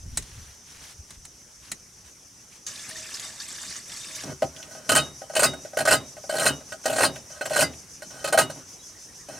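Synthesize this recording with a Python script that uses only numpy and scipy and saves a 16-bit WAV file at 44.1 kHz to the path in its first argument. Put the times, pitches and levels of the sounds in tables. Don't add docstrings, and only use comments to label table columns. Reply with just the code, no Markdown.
import sys
import numpy as np
from scipy import signal
from scipy.io import wavfile
from scipy.ndimage import uniform_filter1d

SR = 44100
rng = np.random.default_rng(int(sys.argv[2]) if len(sys.argv) > 2 else 0)


def bounce(signal):
    frames = np.transpose(np.atleast_2d(signal))
    limited = np.clip(frames, -1, 1)
    pcm = np.round(limited * 32767).astype(np.int16)
    wavfile.write(sys.argv[1], SR, pcm)


N = 414099
T = np.arange(N) / SR


def gain_of(db):
    return 10 ** (np.asarray(db) / 20)


def evened(x):
    return x / np.sqrt(np.mean(x ** 2) + 1e-20)


def read(points, hz):
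    f, value = np.transpose(points)
    return np.interp(np.log(hz + 1), np.log(f + 1), value)


def curve(rows, column=1, off=-120):
    rows = np.array(rows)
    return np.interp(T, rows[:, 0], rows[:, column], left=off, right=off)


def add(mix, s, sound):
    part = mix[round(s * SR):][:len(sound)]
    part += sound[:len(part)]


# (frequency [Hz], left-right likeness [0-1])
FAR_LIKENESS = [(60, 0.99), (290, 0.85), (640, 0.22), (3100, .75), (6800, 0.59), (15000, 1)]


def noise(spectrum, patchy_db, same=FAR_LIKENESS, size=512):
    frames, hz = 4 * N // size + 5, np.fft.rfftfreq(size, 1 / SR)
    a, b, c, d, patches = rng.standard_normal((frames, len(hz), 5)).T
    patches = uniform_filter1d(patches, size=9, axis=0)
    patches = evened(uniform_filter1d(patches, size=6, axis=1))
    like = np.clip(read(same, hz), -1, 1)[:, None]
    left, other = a + 1j * b, c + 1j * d
    z = np.array([left, like * left + np.sqrt(1 - like ** 2) * other])
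    z *= gain_of(read(spectrum, hz)[:, None] + patchy_db * patches)
    return evened(signal.istft(z, nperseg=size, noverlap=3 * size // 4)[1][:, :N])


def ring(x, modes):
    out, power = np.zeros(len(x)), 0
    for k, (hz, width, db) in enumerate(modes):
        r = np.exp(-np.pi * width / SR)
        poles = [1, -2 * r * np.cos(2 * np.pi * hz / SR), r * r]
        mode = np.sqrt(1 - r) * signal.lfilter([1, 0, -1], poles, x)
        out += (-1) ** k * gain_of(db) * mode
        power += gain_of(2 * db)
    return out / np.sqrt(power)


def strikes(s, db, t60, rise=0.00038, bend=1.025):
    out, t = np.zeros(N), np.arange(SR // 4) / SR
    for when, level_db, fall in zip(s, db, t60):
        decay = gain_of(level_db - 60 * (t / max(fall, .005)) ** bend)
        add(out, when, decay * (1 - np.exp(-t / rise)))
    return out


def swells(s, length, db, taper=0.71):
    out = np.zeros(N)
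    for when, span, level_db in zip(s, length, db):
        add(out, when, gain_of(level_db) * signal.windows.tukey(round(span * SR), min(taper, 1)))
    return out


def beat(hz, t):
    apart_hz, turn = rng.uniform([15, 0], [45, 1])
    return np.sin(2 * np.pi * hz * t) + 0.33 * np.sin(2 * np.pi * ((hz + apart_hz) * t + turn))


def gritty(spread_db, span):
    return evened(gain_of(spread_db * evened(uniform_filter1d(rng.standard_normal(N), span))))


def nearby(x, wet_db, t60, pan_db):
    at = np.arange(40, 6000, 24) + rng.integers(0, 24, (2, 249))
    echoes = rng.choice([-1., 1.], at.shape) * gain_of(-60 * at / SR / t60)
    taps = np.zeros((2, 6100))
    np.put_along_axis(taps, at, echoes, 1)
    taps *= gain_of(wet_db) / np.linalg.norm(taps[0])
    taps[:, 0] = 1
    return signal.oaconvolve(x[None], taps, axes=1)[:, :N] * gain_of([[pan_db / 2], [-pan_db / 2]])


# (frequency [Hz], relative density [dB per Hz])
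CICADA_SPECTRUM = [(3800, -56), (4700, -11), (5300, -4.5), (5950, 3), (6600, -4.5), (7600, -12),
                   (11500, -17), (13500, -39)]
# (frequency [Hz], relative density [dB per Hz])
AIR_SPECTRUM = [(30, -27), (60, -3), (130, -3), (300, -7.5), (700, -12.5), (2000, -16), (4000, -19),
                (9000, -16.5), (16000, -36)]
# (frequency [Hz], relative density [dB per Hz])
GUST_SPECTRUM = [(25, -7), (70, 7), (150, -7), (240, -16.5), (480, -56)]
# (time [s], level [dB])
GUST_LEVELS = [(0, -43.5), (.2, -33), (.26, -49.5), (.39, -42), (.66, -78), (.77, -56), (.93, -70),
               (1., -46), (1.07, -76), (1.13, -54.5), (1.5, -72), (1.6, -59), (2.3, -69)]
STEP_S = 2.664
CHORUS_DB, AIR_DB, GAP_DEPTH_DB = (-51, -44), (-55.5, -51.5), (2, 7.5)
THROBS_PER_S, GAP_S, SLOWING_PER_S2 = 6.49, 7.397, .09


def bush():
    levels = (CHORUS_DB, GAP_DEPTH_DB, AIR_DB)
    chorus_db, depth_db, air_db = (np.where(T < STEP_S, *pair) for pair in levels)
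    since = T - GAP_S
    cycles = (THROBS_PER_S - SLOWING_PER_S2 * since / 2) * since
    gaps = abs(np.cos(np.pi * cycles)) ** 2.6
    cicadas = noise(CICADA_SPECTRUM, patchy_db=1.4) * gain_of(chorus_db - depth_db * gaps)
    air = noise(AIR_SPECTRUM, patchy_db=2.1, size=1024) * gain_of(air_db)
    gusts = noise(GUST_SPECTRUM, patchy_db=2.5, size=2048) * gain_of(curve(GUST_LEVELS))
    return cicadas + air + gusts


# (time [s], level [dB])
SNAPS = [(0.172, -11.5), (0.223, -34), (1.105, -31), (1.25, -30.5), (1.7156, -17.5)]
# (frequency [Hz], width [Hz], relative level [dB])
TUBE_MODES = [(674, 60, -11), (1980, 160, 12), (3960, 240, 7.5), (6660, 550, 16.5), (8080, 1400, 16.5),
              (10300, 960, 9.5)]
# (frequency [Hz], relative density [dB per Hz])
GRAVEL_SPECTRUM = [(400, 1), (1500, 9), (4500, 8), (9900, 4.5), (16000, -15)]
# (start [s], length [s], level [dB])
SHUFFLES = [(0, 0.66, -51.5), (0.616, 0.27, -50), (0.796, 0.17, -47.5), (1.066, 0.12, -55),
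            (1.598, 0.13, -51.5), (2.027, 0.093, -53.5), (2.492, 0.11, -53)]


def stool():
    s, db = np.transpose(SNAPS)
    white = rng.standard_normal(N)
    burst = strikes(s, db, 0.041 + 0 * s, rise=0.0013) * white
    clatter = signal.lfilter([1, 2, 1], 4, burst)
    snap = gain_of(-3.0) * ring(burst, TUBE_MODES) + gain_of(-4.0) * clatter
    thud = ring(strikes(s, db - 21.5, 0.12 + 0 * s) * white, [(130, 76, 4.9), (292, 310, 7)])
    grains = noise(GRAVEL_SPECTRUM, patchy_db=2.0, size=256) * gritty(spread_db=0.5, span=60)
    crunch = grains * swells(*np.transpose(SHUFFLES))
    return nearby(snap + thud, wet_db=-8.5, t60=0.1, pan_db=0.5) + crunch


# (time [s], splash level [dB])
STREAM_FLOW = [(2.664, -42.5), (3.25, -39.5), (3.38, -45), (3.5, -41), (3.78, -37), (3.81, -48.5),
               (3.87, -47.5), (3.9, -40), (4.245, -39)]
# (frequency [Hz], relative density [dB per Hz])
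SPLASH_SPECTRUM = [(600, -16.5), (1700, -4.5), (3200, -12), (5000, -1.5), (8000, -1.5), (10100, -9.5),
                   (16000, -34)]
# (frequency [Hz], width [Hz], relative level [dB])
POT_MODES = [(636, 12, -1.5), (1144, 14, -5), (1714, 36, -9), (1960, 23, -11), (2940, 29, -3),
             (3635, 72, 3.5), (4800, 110, -6)]
# (time [s], level [dB], starting pitch [Hz])
BUBBLES = [(2.6656, -19, 6500), (2.761, -39, 8200), (2.794, -34.5, 3520), (2.89, -25.5, 9200),
           (2.9671, -30.5, 7800), (3.14, -22.5, 5100), (3.196, -25.5, 6800), (3.236, -28, 7800),
           (3.4005, -25, 4530), (3.416, -32, 3700), (3.481, -27, 8500), (3.616, -24.5, 7000),
           (3.7065, -47, 7140), (3.7628, -29, 6830), (3.9624, -34, 4400), (4.1478, -30, 5000),
           (4.157, -27, 10100), (4.2033, -38, 3630), (4.2353, -27, 5750)]
SURGE_DB, SURGE_T60_S = -17, 0.14


def water():
    s, db, _ = np.transpose(BUBBLES)
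    surges = strikes(s, db + SURGE_DB, SURGE_T60_S + 0 * s) * (T < STREAM_FLOW[-1][0])
    level = gain_of(curve(STREAM_FLOW)) + surges
    fizz = noise(SPLASH_SPECTRUM, patchy_db=4.0, same=[(1, 1), (9, 0.91)], size=256)[0]
    fizz = fizz * gritty(spread_db=2.0, span=25)
    steel = ring(noise([(1, 0), (9, 0)], patchy_db=6.0, size=2048)[0], POT_MODES)
    small, t = np.zeros(N), np.arange(SR // 20) / SR
    for hz in np.geomspace(1600, 10500, num=20):
        sizes = gain_of(3.9 * np.minimum(rng.exponential(1, N), 4))
        drops = (rng.random(N) < 25. / SR) * sizes
        chirp = np.exp(-t * hz / 15) * np.sin(2 * np.pi * hz * t * (1 + 5.6 * t))
        small += signal.oaconvolve(drops, chirp)[:N]
    out = level * (gain_of(-2.5) * fizz + gain_of(-12) * steel + gain_of(-9) * evened(small))
    for s, db, hz in BUBBLES:
        tone = gain_of(-60 * t * hz / 170) * np.sin(2 * np.pi * hz * t * (1 + 0.56 * t))
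        spray = ring(rng.standard_normal(len(t)), [(hz, 900., 0)])
        spray = gain_of(-12.0 - 60 * t / 0.094) * spray
        add(out, s, gain_of(db) * (1 - np.exp(-t / 0.0021)) * (tone + spray))
    return nearby(out, wet_db=-7.5, t60=0.085, pan_db=-1.0)


# (start [s], cut [s],
# scrape level at the cut [dB], then ring level of each of four blade modes [dB], as the grip damps it)
STROKES = [(4.952, 4.96, -23, -38, -31, -26.5, -29), (5.43, 5.43, -15, -28, -35, -26, -23.5),
           (5.877, 5.921, -19, -30, -38, -35, -26), (6.289, 6.462, -18.5, -51, -29.5, -37, -44),
           (6.839, 7.03, -16, -47, -38, -36, -25), (7.497, 7.607, -17.5, -23.5, -38, -40, -22.5),
           (8.378, 8.386, -17, -35, -29, -37, -45)]
FREE_S = 0.023
DRAG_DB, DRAG_RISE_DB_PER_S, DRAG_FALL_DB_PER_S = -20, 102, 646
SLIPS_PER_S, SLIP_DB, SLIP_S = 100, -11, 0.0031


def drags():
    drag, t = np.zeros(N), np.arange(SR // 2) / SR
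    for start, cut, *_ in STROKES:
        late = t + start - (cut + FREE_S)
        slope_db = np.minimum(DRAG_RISE_DB_PER_S * late, -DRAG_FALL_DB_PER_S * late)
        add(drag, start, gain_of(DRAG_DB + slope_db))
    jolts = rng.random(N) < SLIPS_PER_S / SR
    slips = signal.lfilter([1], [1, -np.exp(-1 / (SLIP_S * SR))], jolts)
    return drag * evened(1 + gain_of(SLIP_DB) * slips)


# (frequency [Hz], t60 [s])
BLADE_MODES = [(2040, 0.13), (2896, 0.22), (3758, 0.3), (4818, 0.12)]


def blade():
    out, t = np.zeros(N), np.arange(SR // 2) / SR
    for _, cut, _, *ring_db in STROKES:
        for (hz, fall), db in zip(BLADE_MODES, ring_db):
            decay = gain_of(db - 60 * t / fall) * (1 - np.exp(-t / 0.004))
            add(out, cut + FREE_S + 0.0061, decay * beat(hz, t))
    return out


# (frequency [Hz], width [Hz], relative level [dB])
TAILGATE_MODES = [(76.2, 4.4, -11), (139, 23, -1.5), (280.6, 62, -2), (379.4, 14.5, -4.5), (542, 224, 0)]


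def tailgate(blows, rub, rumble):
    linger = np.exp(-1 / (0.054 * SR))
    shake = signal.lfilter([1 - linger], [1, -linger], gain_of(-19.0) * blows + gain_of(-10.0) * rub)
    return ring(rng.standard_normal(N) * (shake + rumble), TAILGATE_MODES)


def edge_catch(blow_starts):
    caught = np.zeros(N)
    caught[blow_starts] = 1
    caught[[round(cut * SR) for _, cut, *_ in STROKES]] = 0
    catch = signal.oaconvolve(caught, np.hanning(round(.009 * SR)))[round(.008 * SR):][:N]
    return 1 - 0.45 * np.clip(catch, 0, 1)


LEAP_S = .0026


def edge_leap():
    leap = np.ones(N)
    for _, cut, *_ in STROKES:
        add(leap, cut - LEAP_S, -.9 * signal.windows.tukey(round(LEAP_S * SR), .4))
    return leap


# (time [s], drum level [dB], rasp level relative to the drum [dB])
CHOPS = [(4.422, -10.5, -24), (4.711, -41, -5), (4.75, -27.5, -25), (4.892, -18, 5), (4.917, -15.5, -0.5),
         (4.9505, -26, 11.5), (5.217, -26.5, -18), (5.298, -26.5, -16), (5.335, -29.5, -9),
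         (5.352, -22.5, 2.5), (5.364, -11.5, -7), (5.393, -14.5, 1), (5.421, -16, -2), (5.533, -29.5, -8),
         (5.649, -27.5, -18), (5.733, -28, -19), (5.771, -12, -9.5), (5.787, -20.5, -2), (5.804, -17, -10),
         (5.852, -18.5, -1.5), (5.874, -14, -5), (5.908, -16, -0.5), (6.167, -29.5, -14),
         (6.239, -29.5, -27), (6.294, -20, -8.5), (6.325, -22, -24), (6.339, -19, -19), (6.354, -16, -19),
         (6.383, -24.5, -5), (6.396, -20, -5.5), (6.455, -12.5, -7.5), (6.606, -38, -13),
         (6.721, -27.5, -9.5), (6.856, -12.5, -8), (6.879, -19.5, -19), (6.897, -17.5, -13),
         (6.926, -19, -12), (6.96, -28, -0.5), (6.983, -13, -13), (7.006, -13.5, -7.5), (7.021, -19, -10),
         (7.158, -34.5, -4.5), (7.41, -18.5, -12), (7.455, -21, -4), (7.506, -18.5, -37), (7.533, -27, -7),
         (7.56, -15, -6.5), (7.59, -12, -9), (8.02, -31, -5.5), (8.243, -16.5, -5), (8.274, -29, 3),
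         (8.325, -13.5, -2.5), (8.342, -10.5, -31), (8.375, -10.5, -5), (8.498, -24, -8.5),
         (9.286, -31.5, -17)]
# (start [s], length [s], level [dB], low rumble relative to it [dB])
NUDGES = [(4.232, 0.1, -43.5, 5), (4.42, 0.033, -54, 20), (4.54, 0.55, -50, -10), (4.888, 0.0625, -51, 19),
          (6.679, 0.071, -51.5, -64), (7.296, 0.14, -46.5, -69), (8.101, 0.21, -43.5, -15.5),
          (8.555, 0.057, -56, 7), (9.281, 0.25, -44.5, -6.5)]
# (frequency [Hz], width [Hz], relative level [dB])
TIN_MODES = [(574, 145, 9), (636, 72.4, 10.5), (779.6, 35, -4), (1264, 16.5, 2), (1420, 13, -2),
             (1489, 52, 10), (1622, 30, 5.5), (1874, 42, 2), (2573, 240, -7), (3051, 26, -7.5),
             (4160, 76, -8.5), (4600, 43, -12.5), (5080, 53, -14), (7600, 120, -13), (8630, 290, 0),
             (8900, 2600, -1)]
# (frequency [Hz], relative density [dB per Hz])
RASP_SPECTRUM = [(120, -43), (500, -1), (1000, 0), (2400, -12), (4200, -4.5), (8800, -5), (16000, -27)]
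CUT_RASP_DB = 11


def knife():
    cuts = [(cut, db - CUT_RASP_DB, CUT_RASP_DB) for _, cut, db, *_ in STROKES]
    s, drum_db, rasp_db = np.transpose(CHOPS + cuts)
    t60 = 0.098 + 0.00028 * (drum_db + rasp_db + 24)
    drag = drags()
    when, length, nudge_db, rumble_db = np.transpose(NUDGES)
    nudge = swells(when, length, nudge_db, taper=0.031)
    rumble = swells(when, length, nudge_db + rumble_db, taper=0.038)
    force = rng.standard_normal(N) * gritty(spread_db=5.5, span=40)
    starts = np.round(s * SR).astype(int)
    kicks = np.zeros(N)
    kicks[starts] = gain_of(drum_db + 22.0)

    blows = strikes(s, drum_db - 3.0, 1.05 * t60)
    push = blows + gain_of(-6.0) * drag + nudge
    drum = ring(kicks + force * push, [m for m in TIN_MODES if m[0] < 1000])

    sharp = strikes(s, drum_db + 0.78 * rasp_db - 0.5, 0.5 * t60)
    sharp = sharp + gain_of(-7.0) * drag + gain_of(-5.5) * nudge
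    wall_modes = [m for m in TIN_MODES if 1000 < m[0] < 2400]
    clang = ring(gain_of(-22.0) * kicks + force * sharp, wall_modes)

    rub = strikes(s, drum_db + rasp_db - 7.0, 0.9 * t60, rise=0.00067, bend=1.35)
    rub = rub + gain_of(-5.5) * drag + gain_of(-8.0) * nudge
    hiss = noise(RASP_SPECTRUM, patchy_db=4.0, same=[(1, 1), (9, 1)], size=256)[0]
    hiss = hiss * gritty(spread_db=-0.5, span=30)
    wander = noise([(1, 0), (9, 0)], patchy_db=4.5, size=1024)[0]
    high_modes = [m for m in TIN_MODES if m[0] > 2400]
    shimmer = ring(gain_of(-54.0) * kicks + wander * rub, high_modes)

    boom = tailgate(blows, rub, rumble)
    tin = drum + clang + gain_of(1.0) * shimmer + gain_of(-1.5) * hiss * rub
    choke = edge_catch(starts)
    walls = gain_of(-14.5) * np.roll(clang * choke, 7) * [[1], [-1]]
    body = nearby(tin * choke + boom, wet_db=-9.5, t60=0.091, pan_db=-0.5)
    return (body + walls) * edge_leap() + blade()


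# (time [s], level [dB], pitch [Hz])
TICKS = [(4.563, -32, 3340), (4.627, -31, 2950), (5.539, -38, 1950), (6.722, -29, 2720), (7.158, -29, 2180),
         (7.735, -36, 2640)]


def ticks():
    out, t = np.zeros(N), np.arange(SR // 20) / SR
    for s, db, hz in TICKS:
        burst = gain_of(db - 60 * t / 0.046) * rng.standard_normal(len(t))
        add(out, s, ring(burst, [(hz, 500., 0), (0.94 * hz, 1800., 0)]))
    return nearby(out, wet_db=-5.5, t60=0.11, pan_db=-1.0)


# (time [s], length [s], base pitch [Hz], rise [Hz], level [dB])
BIRD_NOTES = [(8.786, 0.035, 3830, 33, -54), (8.816, 0.04, 3360, 15, -55), (8.938, 0.057, 1610, 340, -59),
              (9.075, 0.045, 1650, 260, -57), (9.178, 0.071, 1470, 480, -57)]


def birds():
    out = np.zeros(N)
    for s, length, base_hz, rise_hz, db in BIRD_NOTES:
        hz = base_hz + rise_hz * np.sin(np.linspace(0, np.pi, round(length * SR)))
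        note = np.sin(2 * np.pi * np.cumsum(hz) / SR)
        add(out, s, gain_of(db) * signal.windows.tukey(len(hz), .5) * note)
    return nearby(out, wet_db=-15.0, t60=.12, pan_db=-1.0)


def scene():
    return bush() + stool() + water() + knife() + ticks() + birds()


EDGE_HZ = 15900


def record(dry):
    mid, side = (dry[0] + dry[1]) / 2, (dry[0] - dry[1]) / 2
    side = signal.sosfilt(signal.butter(1, 70, "high", fs=SR, output="sos"), side)
    side = signal.sosfilt(signal.butter(3, 9500, fs=SR, output="sos"), side)
    pair = .75 * np.tanh(np.array([mid + side, mid - side]) / .75)
    lowpass = signal.firwin(511, EDGE_HZ, window=("kaiser", 9), fs=SR)
    return signal.oaconvolve(pair, lowpass[None], "same")


dry = scene()
out = record(dry)
bounce(out)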